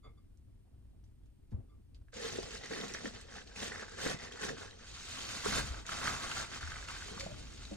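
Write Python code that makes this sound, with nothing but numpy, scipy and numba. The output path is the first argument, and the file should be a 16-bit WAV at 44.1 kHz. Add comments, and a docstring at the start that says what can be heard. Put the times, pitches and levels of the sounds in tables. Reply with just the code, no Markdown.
"""Thick frosting, scraped off a spatula into a thin plastic piping bag that lines a glass jug, squelches and crackles.
Sticky film, bursting air pockets and creases are showers of short damped grains, with louder buckles one by one.
The mixing bowl rings faintly in damped modes and bumps the table; soft contacts give low notes and rubs of noise.
Then the bag is unfolded, gathered and pulled out; jug and trapped air resonate over the low rumble of a small kitchen."""
import sys
import numpy as np
from scipy import signal
from scipy.fft import rfft, irfft, next_fast_len
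from scipy.io import wavfile
from numba import njit

SR = 44100
rng = np.random.default_rng(int(sys.argv[2]) if len(sys.argv) > 2 else 0)


def output_pcm(signal):
    """Save a mono or channel-first signal as 16-bit PCM at the path in sys.argv[1].

    Samples are clipped to [-1, 1] before scaling.
    """
    pcm = np.clip(np.atleast_2d(signal).T, -1, 1) * 32767
    wavfile.write(sys.argv[1], SR, np.round(pcm).astype(np.int16))


N = 342286
FFT_SIZE = next_fast_len(N, real=True)

# Spectrum of the kitchen air. Each row: frequency in Hz, level in dB.
KITCHEN_SPECTRUM = [(20, -7.5), (45, 3), (100, -2), (150, -15.5), (210, -16.5), (300, -21), (500, -35.5),
                    (1000, -43), (3000, -48), (7000, -53), (9500, -45.5), (11500, -61.5), (14500, -50),
                    (16000, -75)]
KITCHEN_DB = -58
# Nudges of the mixing bowl. Each row: start in seconds, level in dB, rise time in seconds, highest excited Hz.
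BOWL_TOUCHES = [(.031, -64.5, 0.0053, 8000), (.042, -58.5, 0.0037, 4970), (0.061, -55, 0.0055, 4000),
                (.173, -69, 0.0042, 6000), (1.705, -50.5, 0.047, 1050), (1.689, -70, 0.01, 8030)]
# Modes of the glass bowl. Each row: frequency in Hz, level in dB, t60 in seconds.
BOWL_MODES = [(441, -7.5, 0.11), (1243, -1, 0.067), (1179, -1, 0.17), (2130, -8, 0.17), (3370, -14, 0.076),
              (3480, -5, 0.097), (4650, -10, 0.11), (4735, -22, 0.1), (6900, -9, 0.1)]
# Light brushes of bowl, bag and jug. Each row: start in seconds, level in dB, centre in Hz, t60 in seconds.
SCUFFS = [(0.04, -59.5, 447, 0.21), (.042, -73, 2000, 0.14), (.64, -72.5, 506, 0.55),
          (0.929, -65.5, 377, 0.15), (1.039, -78, 5900, .17), (1.255, -74, 4800, 0.055),
          (1.506, -70.5, 5000, .1), (1.512, -47.5, 215, 0.4), (1.519, -55.5, 550, 0.11),
          (1.53, -71, 650, 0.29), (1.511, -67, 1450, 0.076), (1.947, -69, 3900, 0.09),
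          (2.719, -46, 217, 0.75), (7.1, -51.5, 210, 0.61), (7.25, -49.5, 178, 1),
          (7.709, -47.5, 416, 0.19)]
# Soft knocks of bowl, frosting and jug. Each row: start in seconds, level in dB, pitch in Hz, t60 in seconds.
KNOCKS = [(0.045, -60, 445, 0.2), (0.072, -36, 89, 0.053), (1.52, -42, 207.5, 0.22),
          (1.524, -32, 119, 0.08), (1.54, -22, 81, 0.072), (1.583, -34, 105, 0.079),
          (2.386, -25, 420, 0.029), (2.722, -24, 340, 0.012), (3.045, -30, 295, 0.025),
          (3.047, -42, 177, 0.058), (4.062, -14.5, 318, 0.011), (4.143, -18, 148, 0.016),
          (4.504, -38, 302, 0.03), (4.521, -25, 137, 0.017), (5.46, -27.5, 420, 0.058),
          (5.469, -41, 205, 0.28), (5.64, -41, 127, 0.124), (5.699, -31.5, 66.07, 0.13),
          (6.628, -38, 77, 0.38), (7.113, -40.5, 192, 0.072), (7.165, -45, 197, 0.12),
          (7.264, -32.5, 633, 0.026), (7.259, -37, 179, 0.12), (7.314, -41.5, 121.6, 0.17),
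          (7.712, -46, 570, 0.13), (7.715, -42, 305, 0.12), (7.718, -41, 205, 0.23)]
# Creases snapping. Each row: start in seconds, level in dB, pitch in Hz.
SNAPS = [(0.3735, -63.5, 7200), (1.039, -58.5, 5790), (1.9465, -54, 4700), (2.141, -41, 6800),
         (2.1525, -50, 2830), (2.3265, -36.5, 6170), (2.4305, -36, 4883), (2.6599, -38.5, 6300),
         (2.8125, -34, 3620), (2.8818, -34.5, 6600), (2.938, -30.5, 5800), (2.9437, -34, 5870),
         (2.994, -48, 5200), (3.2058, -49, 5130), (3.212, -40.5, 7840), (3.4735, -45, 4340),
         (3.561, -38.5, 2490), (4.3226, -39, 3270), (4.336, -44, 4000), (4.7097, -43, 3960),
         (5.7354, -41, 4800), (5.8655, -33.5, 6800), (6.0725, -30, 3180), (6.2344, -38, 3080),
         (6.3145, -31, 2830), (6.413, -31.5, 6560), (6.886, -36.5, 2700), (7.1975, -33, 5030),
         (7.2084, -31, 4380), (7.47, -50, 2640), (7.575, -51, 3320), (7.6522, -40, 4000)]
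# Soft folds and air pockets popping. Each row: start in seconds, level in dB, pitch in Hz.
POPS = [(2.084, -53, 1640), (2.1316, -43, 1570), (2.735, -29, 1890), (2.787, -35, 1880),
        (2.9484, -24.5, 1710), (2.986, -34, 1760), (3.078, -34, 1720), (3.0565, -26, 1760),
        (3.3834, -32.5, 1750), (3.6222, -44, 1830), (4.4384, -35, 1600), (4.003, -32, 1680),
        (4.0614, -23.5, 1800), (4.4937, -24.5, 1700), (5.4594, -23, 1260), (5.4666, -30, 1350),
        (5.574, -26, 1430), (5.8923, -24, 1390), (5.9184, -28, 1333), (6.0736, -21, 1250),
        (6.535, -32, 1770), (6.574, -36, 1090), (6.6109, -34, 1500), (6.6346, -31.5, 1540),
        (6.675, -29.5, 1500), (6.7, -35, 1850), (6.7188, -27, 1590), (6.7675, -32.5, 1390),
        (6.827, -34, 1620), (6.899, -35, 1140), (6.8852, -31.5, 1400), (7.0227, -32, 1600),
        (7.178, -32.5, 1130), (7.2077, -30, 2170), (7.343, -42.5, 1300)]
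# A fold gives way in a few quick steps, each weaker than the last.
BUCKLE_GAP_S, BUCKLE_FALL_DB = .0026, 10.5

# Spatula strokes. Each row: start in seconds, attack in seconds, length in seconds, film crackle in dB,
# air pockets in dB above the film, squelch in dB above the film.
STROKES = [(2.119, 0.14, 0.17, -44.5, -1.5, -4), (2.308, 0.013, 0.16, -49.5, -3.5, 0.5),
           (2.473, 0.059, 0.1, -49.5, -4.5, -6.5), (2.597, 0.041, 0.076, -54.5, -1.5, -6),
           (2.681, 0.042, 0.17, -47, 1, 0.5), (2.854, 0.032, 0.16, -52, 0.5, 0),
           (3.025, 0.021, 0.06, -51.5, -2, 2.5), (3.115, 0.022, 0.091, -58, 1.5, -0.5),
           (3.261, 0.099, 0.13, -53, -2, -0.5), (3.538, 0.083, 0.14, -43.5, -2.5, -2.5),
           (3.688, 0.039, 0.14, -53, 6, -2), (3.854, 0.035, 0.11, -58, 0.5, -5.5),
           (3.958, 0.054, 0.12, -44, -1, -1), (4.02, 0.046, 0.096, -44, 3.5, 1.5),
           (4.174, 0.03, 0.084, -52.5, 2.5, -5.5), (4.311, 0.0041, 0.072, -57, 1, -1.5),
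           (4.386, 0.058, 0.065, -43.5, 1, -2.5), (4.46, 0.043, 0.031, -48.5, -2.5, 9),
           (4.534, 0.083, 0.1, -51, 1.5, 0)]
# The spatula leans on the film between strokes. Each row: start in seconds, length in seconds.
LEANS = [(2.14, 1.23), (3.454, 1.395)]
# LEAN_WET_DB sets air pockets and squelch relative to the film.
LEAN_ATTACK_S, LEAN_DB, LEAN_WET_DB = 0.0074, -64.5, -0.5
# The frosting yields under a stroke; the film settles when let go.
STROKE_SAG_DB_PER_S, RELEASE_DB_PER_S = 21, 206
# Spectrum of the frosting's crackle. Each row: frequency in Hz, level in dB.
FROSTING_SPECTRUM = [(100, -9), (215, -3), (310, -9), (440, 0), (620, -8), (930, -10), (1250, -7),
                     (1780, -9.5), (2500, -12.5), (4000, -12.5), (6700, -14), (8200, -17.5), (10500, -18.5),
                     (13000, -103)]
# Resonance of the air pockets in the frosting. Each row: time in seconds, frequency in Hz.
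POCKET_PITCH = [(2.15, 1750), (2.71, 1940), (3.53, 1680), (3.56, 1840), (3.8, 1790), (3.89, 1550),
                (4.19, 1980), (4.66, 1580), (4.7, 1700)]
# Hollow under the first dollop as it sinks in. Each row: time in seconds, resonance in Hz, level in dB.
FROSTING_HOLLOW = [(2.13, 509.5, -65), (2.16, 487, -53.5), (2.25, 465, -49), (2.45, 428, -69),
                   (2.55, 447, -52), (2.62, 426, -89)]

# Hand moves that unfold, lift, gather and pull out the bag. Each row: start in seconds, attack in seconds,
# length in seconds, film crackle in dB, folds in dB above the film, flapping in dB above the film.
HAND_MOVES = [(4.752, 0.33, 0.89, -49.5, -6, -10), (5.114, 0.058, 0.46, -52, -1.5, -7),
              (5.428, 0.027, 0.062, -41.5, 1.5, -6.5), (5.475, 0.081, 0.12, -41.5, 1, -1.5),
              (5.644, 0.02, 0.036, -47.5, -3.5, -7.5), (5.712, 0.023, 0.089, -54.5, 0.5, -1.5),
              (5.842, 0.064, 0.59, -46.5, 1, -6.5), (5.99, 0.08, 0.11, -43, 3.5, -3.5),
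              (6.326, 0.028, 0.05, -51.5, 3, -2), (6.469, 0.059, 0.1, -49.5, 0, -4.5),
              (6.601, 0.018, 0.25, -53.5, -0.5, -5.5), (6.615, 0.025, 0.12, -73.5, 12, -4),
              (6.864, 0.015, 0.18, -52, -2, -14), (7.048, 0.019, 0.22, -53.5, -2.5, -12),
              (7.186, 0.015, 0.016, -50.5, -18, -14), (7.274, 0.033, 0.11, -56, -11, -5.5),
              (7.365, 0.02, 0.37, -58.5, -7, -27)]
HOLD_S, HOLD_DB = 4.74, -76.5  # from here on the held bag keeps rustling
# Spectrum of the bag's crackle. Each row: frequency in Hz, level in dB.
FILM_SPECTRUM = [(100, 1.5), (180, -8.5), (300, -8.5), (440, -9), (560, -9), (870, -10), (1300, -4.5),
                 (2500, -10), (4500, -9), (5800, -12), (6800, -9.5), (8200, -13.5), (10500, -14),
                 (13000, -104)]
# Resonance of the folds as the bag is stretched and gathered. Each row: time in seconds, frequency in Hz.
FOLD_PITCH = [(5.0, 1370), (5.43, 1560), (5.57, 1410), (6.08, 1300), (6.42, 1450), (6.55, 1720),
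              (6.72, 1610), (6.9, 1550), (7.25, 1670)]
# Lone creases relative to the fizz: under the spatula, and on the loose bag.
STRAY_PRESSED_DB, STRAY_LOOSE_DB = -11.5, -15
# Taut patches of film. Each row: centre in Hz, share as a gain.
PATCHES = [(2900, 1), (4000, 0.18), (5300, 0.77), (7000, 0.52)]
# Glass jug, rung by the film that touches it. Each row: frequency in Hz, width in Hz, gain.
JUG_MODES = [(3730, 24, 0.096), (5100, 21, 0.26), (5155, 16, 0.093), (6590, 120, 0.6), (8200, 67, 0.99)]
# The crackle bounces between the walls of the jug and the table.
BOUNCE_DB, BOUNCE_T60_S = -10, .035

# The jug dragged on the table. Each row: start in seconds, attack in seconds, length in seconds, rumble in dB.
JUG_SHIFTS = [(5.427, 0.066, 0.38, -50), (5.867, 0.051, 0.46, -60), (6.657, 0.19, 1.27, -52)]
# Air in the jug as the bag slides out in jerks. Each row: time in seconds, resonance in Hz, level in dB.
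JUG_AIR = [(7.06, 391.4, -59), (7.11, 419.6, -59), (7.15, 463.6, -51.5), (7.175, 498, -77), (7.2, 541, -58),
           (7.235, 554.5, -53), (7.25, 568, -63), (7.268, 578, -57), (7.287, 572, -69), (7.322, 603, -48),
           (7.345, 600, -68), (7.38, 602, -64), (7.43, 620, -70)]
SLIP_DB = -4  # rubbing relative to the air tone
# The microphone pair. Each row: frequency in Hz, side minus mid in dB, side phase in rad, diffuse share (0-1).
MICROPHONE_PAIR = [(40.5, -14.5, 1, 1), (119, -3.5, 1.3, 0.5), (205, -8, 1, 0.9), (314, 4.5, 1.0, 0.8),
                   (423, 2.5, 1.92, 0.07), (704, 0, 1.5, 0.1), (1420, -6.5, 1.77, 0.64),
                   (2180, -2.5, 2.06, 1), (2940, 1.5, 1.5, 0.9), (5100, 0.5, 1.5, 0.85), (7100, -1, 2, 1),
                   (8800, -0.5, 4.5, 0.3), (9700, 0.5, -6, 1), (14500, 0.5, 4, 1)]
TOP_HZ = 15400


def undb(db):
    """The decibel as a logarithm of amplitude: decibels to gain."""
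    return 10 ** (np.asarray(db) / 20)


def unit(x):
    """Normalisation of power: scale to rms 1."""
    return x / np.sqrt(np.mean(x ** 2))


def decay(t, t60):
    """Exponential damping: the amplitude falls by 60 dB in t60 seconds."""
    return np.exp(-np.log(1000) * t / t60)


def fader(s, db):
    """Interpolation of level: gain along a curve in dB, silent outside it."""
    return undb(np.interp(np.arange(N) / SR, s, db, left=-150, right=-150))


def over_hz(table):
    """Interpolation over log frequency: the columns of a table, read at every bin."""
    hz, *columns = np.transpose(table)
    bins = np.log(np.maximum(np.fft.rfftfreq(FFT_SIZE, 1 / SR), 1))
    return [np.interp(bins, np.log(hz), column) for column in columns]


def colour(x, table):
    """Linear filtering: shape a sound by a table of frequency and level."""
    return irfft(rfft(x, FFT_SIZE) * undb(over_hz(table)[0]))[:N]


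def band(x, lo_hz, hi_hz, order=2):
    """Band-pass filtering by a Butterworth response."""
    return signal.sosfilt(signal.butter(order, [lo_hz, hi_hz], "band", fs=SR, output="sos"), x)


def noise_band(length, lo_hz, hi_hz, order=2):
    """Filtered randomness: band-limited Gaussian noise of rms 1."""
    return unit(band(rng.standard_normal(length), lo_hz, hi_hz, order))


def add(out, s, x):
    """Superposition: mix a short sound in at time s."""
    i = int(s * SR)
    out[i:i + len(x)] += x[:max(N - i, 0)]


def reflections(t60):
    """Diffuse reverberation: a dense, fading train of random echoes with energy 1."""
    t = np.arange(SR // 2) / SR
    echoes = rng.standard_normal(len(t)) * decay(t, t60) * (t > .001)
    return echoes / np.linalg.norm(echoes)


def kitchen():
    """Modulated noise: low rumble with a faint hiss swells and sinks; its upper part wanders on its own."""
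    swell = noise_band(N, 1.0, 11.0, order=1)
    wander = noise_band(N, 1.5, 7)
    air = unit(colour(rng.standard_normal(N), KITCHEN_SPECTRUM))
    low = band(air, 20, 770, order=1)
    upper = band(air, 140, 520, order=1)
    air = air + upper * (undb(2.2 * wander) - 1)
    return (air + low * (undb(2.0 * swell) - 1)) * undb(KITCHEN_DB)


def bowl():
    """Modal vibration: the bowl chatters on the table and rings; soft contacts spare the high modes."""
    out, t = np.zeros(N), np.arange(SR // 3) / SR
    for s, db, rise_s, top_hz in BOWL_TOUCHES:
        for hz, mode_db, t60 in BOWL_MODES:
            # the rubbing foot keeps shaking each mode a little
            chatter = noise_band(len(t), hz - 110, hz + 110)
            ring = np.sin(2 * np.pi * hz * t) + 0.45 * chatter
            fade = (1 - np.exp(-t / rise_s)) * decay(t, t60)
            softness = 1 / (1 + (hz / top_hz) ** 4)
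            add(out, s, undb(db + mode_db) * softness * fade * ring)
    return out


def scuffs():
    """Friction noise: short, soft rubs that swell and decay in a band."""
    out, t = np.zeros(N), np.arange(SR // 2) / SR
    for s, db, hz, t60 in SCUFFS:
        rub = noise_band(len(t), hz / 1.6, hz * 1.6)
        rise = 1 - np.exp(-t / (0.083 * t60))
        add(out, s, undb(db) * rub * rise * decay(t, t60))
    return out


def knocks():
    """Damped oscillation: soft contacts build over about half a cycle and give one note each."""
    out, t = np.zeros(N), np.arange(SR // 3) / SR
    for s, db, hz, t60 in KNOCKS:
        rise = 1 - np.exp(-(2 * hz * t) ** 2)
        add(out, s, undb(db) * rise * decay(t, t60) * np.sin(2 * np.pi * hz * t))
    return out


def clicks(table, cycles, tick, tail_db, tail_t60):
    """Buckling instability: a quick run of ticks, each ringing near the fold's pitch, as the film settles."""
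    out, t = np.zeros(N), np.arange(4096) / SR
    for s, db, hz in table:
        crack = noise_band(len(t), 1800, 7500, order=3)
        settle = noise_band(len(t), hz / 2, hz * 1.08) * decay(t, tail_t60)
        add(out, s, undb(db + tail_db) * settle)
        for step, (late, detune) in enumerate(rng.uniform(-1, 1, (3, 2))):
            own_hz = hz * (1 + 0.034 * step * detune)
            rise = 1 - np.exp(-t * hz * 2)
            ring = np.sin(2 * np.pi * own_hz * t) * decay(t, cycles / own_hz) * rise
            # each step takes another stretch of the same noise
            snap = np.roll(crack, step * len(t) // 3) * np.exp(-t / .0007)
            step_s = s + step * BUCKLE_GAP_S * (1 + late / 3)
            add(out, step_s, undb(db - step * BUCKLE_FALL_DB) * (ring + tick * snap))
    return out


@njit
def grains(s, hz, t60, size):
    """Damped resonance: each grain is a small patch that jumps and rings out within a few cycles."""
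    out = np.zeros(N)
    for k in range(len(s)):
        start, z = int(s[k] * SR), size[k] + 0j
        p = np.exp((2j * np.pi * hz[k] - np.log(1000) / t60[k]) / SR)
        for i in range(start, min(N, start + int(t60[k] * SR))):
            z *= p
            out[i] += z.imag
    return out


def crackle(lo_hz, hi_hz, rate, cycles, spread_db, tone):
    """Superposition of random events: a shower of grains, each with its own pitch and length; rms 1."""
    when, place, strength, sign, length = rng.random((int(rate * N / SR), 5)).T
    hz = lo_hz * (hi_hz / lo_hz) ** place
    excess = np.minimum(-np.log(1 - strength), 4.5)
    # most grains are dead, a few taut patches ring several times longer
    ring = .5 - np.log(1 - length)
    # small patches are brief, so they need a higher peak for the same energy per Hz
    size = np.sign(sign - .5) * hz * undb(spread_db * excess)
    return unit(colour(grains(when * N / SR, hz, cycles * ring / hz, size), tone))


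def avalanches(rate, fade_s, steady):
    """Avalanche dynamics: one fold sets off its neighbours, a sudden surge that dies down; rms 1."""
    when, strength = rng.random((int(rate * N / SR), 2)).T
    kicks = np.bincount((when * N).astype(int), .25 + strength ** 2, N)
    surges = signal.lfilter([1], [1, -np.exp(-1 / (fade_s * SR))], kicks ** 2)
    return unit(np.sqrt(steady + surges))


def resonate(x, pitch, width_hz):
    """Moving resonance: its centre follows a curve of time and Hz and wanders a little around it."""
    wander = 1 + 0.022 * noise_band(N, 2.7, 25, order=1)
    hz = np.interp(np.arange(N) / SR, *np.transpose(pitch)) * wander
    turn = np.exp(2j * np.pi * np.cumsum(hz) / SR)
    pole = np.exp(-np.pi * width_hz / SR)
    # shift the centre to 0 Hz, low-pass, and shift it back
    return 2 * (signal.lfilter([1 - pole], [1, -pole], x / turn) * turn).real


def push(start, attack, length, sag_db_per_s=0):
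    """Loading and relaxation: pressure on the film builds, holds or sags, then is let go; gain over time."""
    age = np.maximum(np.arange(N) / SR - start, 0)
    build = np.minimum(age / max(attack, 1 / SR), 1)
    return build * undb(-sag_db_per_s * age - RELEASE_DB_PER_S * np.maximum(age - length, 0))


def together(pushes, levels_db):
    """Incoherent addition: overlapping pushes add in power."""
    return np.sqrt(sum((gain * undb(db)) ** 2 for gain, db in zip(pushes, levels_db)))


def taut(film, gain, full_db, slope, stray_db):
    """Tension brightens: harder work on the film brings out the finest creases; lone ones tick out of the fizz."""
    sheen_tone = [(9000, -20), (12500, 0), (15000, -4)]  # Hz, dB
    sheen = undb(-17.5) * crackle(11500, 15500, rate=2600, cycles=14, spread_db=1.5, tone=sheen_tone)
    strays = crackle(1500, 8500, rate=70, cycles=6, spread_db=1, tone=FILM_SPECTRUM)
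    top = band(film, 7800, 12300, order=1)
    tension = (gain / undb(full_db)) ** slope
    return (film - top + tension * (top + sheen) + undb(stray_db) * strays) * gain


def spatula_work():
    """Forcing by the spatula: gains of film, air pockets and squelch from the strokes and the leaning."""
    pushes = [push(*row[:3], sag_db_per_s=STROKE_SAG_DB_PER_S) for row in STROKES]
    pushes += [push(s, LEAN_ATTACK_S, length) for s, length in LEANS]
    levels = [row[3:] for row in STROKES] + [(LEAN_DB, LEAN_WET_DB, LEAN_WET_DB)] * len(LEANS)
    db, pocket_db, squelch_db = np.transpose(levels)
    return [together(pushes, db + above) for above in (0, pocket_db, squelch_db)]


def frosting(film_gain, pop_gain, squelch_gain):
    """Adhesion and release: frosting dragged over film gives fine crackle, bursting air pockets, a low squelch."""
    film = crackle(2363, 10850, rate=4800, cycles=19, spread_db=0.8, tone=FROSTING_SPECTRUM)
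    pops = crackle(777, 2500, rate=1700, cycles=7.5, spread_db=1.4, tone=FROSTING_SPECTRUM)
    squelch = crackle(78.0, 834, rate=900, cycles=4.8, spread_db=1.5, tone=FROSTING_SPECTRUM)
    # the frosting lets go in sticky gulps
    squelch = unit(squelch + .6 * band(squelch, 185, 270, order=1))
    squelch = squelch * avalanches(rate=70, fade_s=.012, steady=.3)
    # air pockets burst in small clusters, and those of like size favour one pitch
    pops = pops * avalanches(rate=70, fade_s=.005, steady=.22)
    pops = unit(pops + 2.66 * resonate(pops, POCKET_PITCH, width_hz=240))
    film = taut(film, film_gain, full_db=-35.5, slope=0.74, stray_db=STRAY_PRESSED_DB)
    return film + pops * pop_gain + squelch * squelch_gain


def hollow(table, waver):
    """Cavity resonance: air driven through a narrow gap rings the cavity; its pitch follows the opening."""
    s, hz, db = np.transpose(table)
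    phase = 2 * np.pi * np.cumsum(np.interp(np.arange(N) / SR, s, hz)) / SR
    flutter = noise_band(N, 9.0, 44)
    # level and phase flutter one second apart, so they seem unrelated
    tone = (1 + waver * flutter) * np.sin(phase + waver * np.roll(flutter, SR))
    return unit(tone) * fader(s, db)


def hand_work():
    """Forcing by the hands: gains of film, folds and flapping from the moves and the rustle of the held bag."""
    pushes = [push(*row[:3]) for row in HAND_MOVES]
    db, fold_db, flap_db = np.transpose(HAND_MOVES)[3:]
    held = undb(HOLD_DB) * push(HOLD_S, LEAN_ATTACK_S, N / SR)
    parts = ((0, 1), (fold_db, .8), (flap_db, .65))  # dB above the film, share of the held rustle
    return [np.hypot(together(pushes, db + above), share * held) for above, share in parts]


def bag(film_gain, fold_gain, flap_gain):
    """Buckling of a thin sheet: tiny creases fizz, larger folds buckle, and the loose sheet flaps."""
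    film = crackle(2180, 11170, rate=6500, cycles=15.3, spread_db=-1.7, tone=FILM_SPECTRUM)
    folds = crackle(705, 2420, rate=2400, cycles=5.5, spread_db=2.0, tone=FILM_SPECTRUM)
    flaps = crackle(106, 702, rate=830, cycles=7.3, spread_db=0.0, tone=FILM_SPECTRUM)
    fold_body = 0.53 * band(folds, 920, 2300, order=1)
    folds = unit(folds + fold_body + 5.8 * resonate(folds, FOLD_PITCH, width_hz=1380))
    # folds give way in quick, overlapping crumples
    folds = folds * avalanches(rate=130, fade_s=.009, steady=.3)
    flaps = unit(flaps + 0.84 * band(flaps, 175, 270, order=1))
    film = taut(film, film_gain, full_db=-32.0, slope=0.58, stray_db=STRAY_LOOSE_DB)
    return film + folds * fold_gain + flaps * flap_gain


def bounce(x):
    """Early reflection: close, hard surfaces thicken each tick and give the crackle a fine, fixed colour."""
    echoes = signal.fftconvolve(x, reflections(BOUNCE_T60_S)[:SR // 20])[:N]
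    return (x + undb(BOUNCE_DB) * echoes) / np.hypot(1, undb(BOUNCE_DB))


def crinkle(spatula, hands):
    """Source and resonator: crackle from one side of the jug flares up patch by patch, tinted by the glass."""
    x = frosting(*spatula) + bag(*hands)
    flared = x
    for hz, share in PATCHES:
        drift = .3 * noise_band(N, 1.5, 8, order=1)
        flare = avalanches(rate=45, fade_s=0.016, steady=0.2) - 1 + drift
        flared = flared + share * band(x, hz / 0.92, hz * 1.14, order=1) * flare
    treble = band(flared, 2200, 16000, order=1)
    x = flared - treble + bounce(treble)
    glass = sum(gain * band(x, hz - width / 2, hz + width / 2, order=1) for hz, width, gain in JUG_MODES)
    return x + glass


def jug():
    """Sliding friction: the jug rumbles as it shifts on the table."""
    drag = together([push(*row[:3]) for row in JUG_SHIFTS], [row[3] for row in JUG_SHIFTS])
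    return noise_band(N, 44.0, 65, order=1) * drag


def slipping():
    """Stick-slip: the full bag slips on the glass and rings the air in the jug, rising in pitch as it opens."""
    s, hz, db = np.transpose(JUG_AIR)
    slips = crackle(280, 1100, rate=260, cycles=4, spread_db=1.5, tone=FILM_SPECTRUM)
    rub = unit(resonate(slips, np.column_stack([s, hz]), width_hz=94)) * fader(s, db + SLIP_DB)
    return hollow(JUG_AIR, waver=0.3) + rub


def scene():
    """Direct and diffuse fields: all sources in a small room; the side mixes direct sound, other folds and echoes."""
    surge = avalanches(rate=130, fade_s=0.016, steady=1.1)
    hits = bowl() + scuffs() + knocks() + hollow(FROSTING_HOLLOW, waver=0.87) + slipping()
    hits = hits + clicks(SNAPS, cycles=30, tick=.5, tail_db=-20, tail_t60=.05)
    hits = hits + clicks(POPS, cycles=13, tick=.1, tail_db=-27, tail_t60=.04)
    spatula, hands = spatula_work(), hand_work()
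    near = surge * crinkle(spatula, hands) + hits
    room = undb(-12) * signal.fftconvolve(near, reflections(t60=.22))[:N]
    mid = near + room + jug() + kitchen()
    hit_echoes = signal.fftconvolve(hits, reflections(t60=0.08))[:N]
    scattered = surge * crinkle(spatula, hands) + hit_echoes + jug() + kitchen()
    side_db, phase, diffuse = over_hz(MICROPHONE_PAIR)
    direct = np.sqrt(1 - diffuse ** 2) * np.exp(1j * phase) * rfft(mid, FFT_SIZE)
    side = irfft(undb(side_db) * (direct + diffuse * rfft(scattered, FFT_SIZE)))[:N]
    return np.array([mid + side, mid - side])


def record(dry):
    """Band limitation: the phone close by cuts the top with a steep elliptic low-pass."""
    return signal.sosfilt(signal.ellip(8, .2, 70, TOP_HZ, fs=SR, output="sos"), dry)


dry = scene()
out = record(dry)
output_pcm(out)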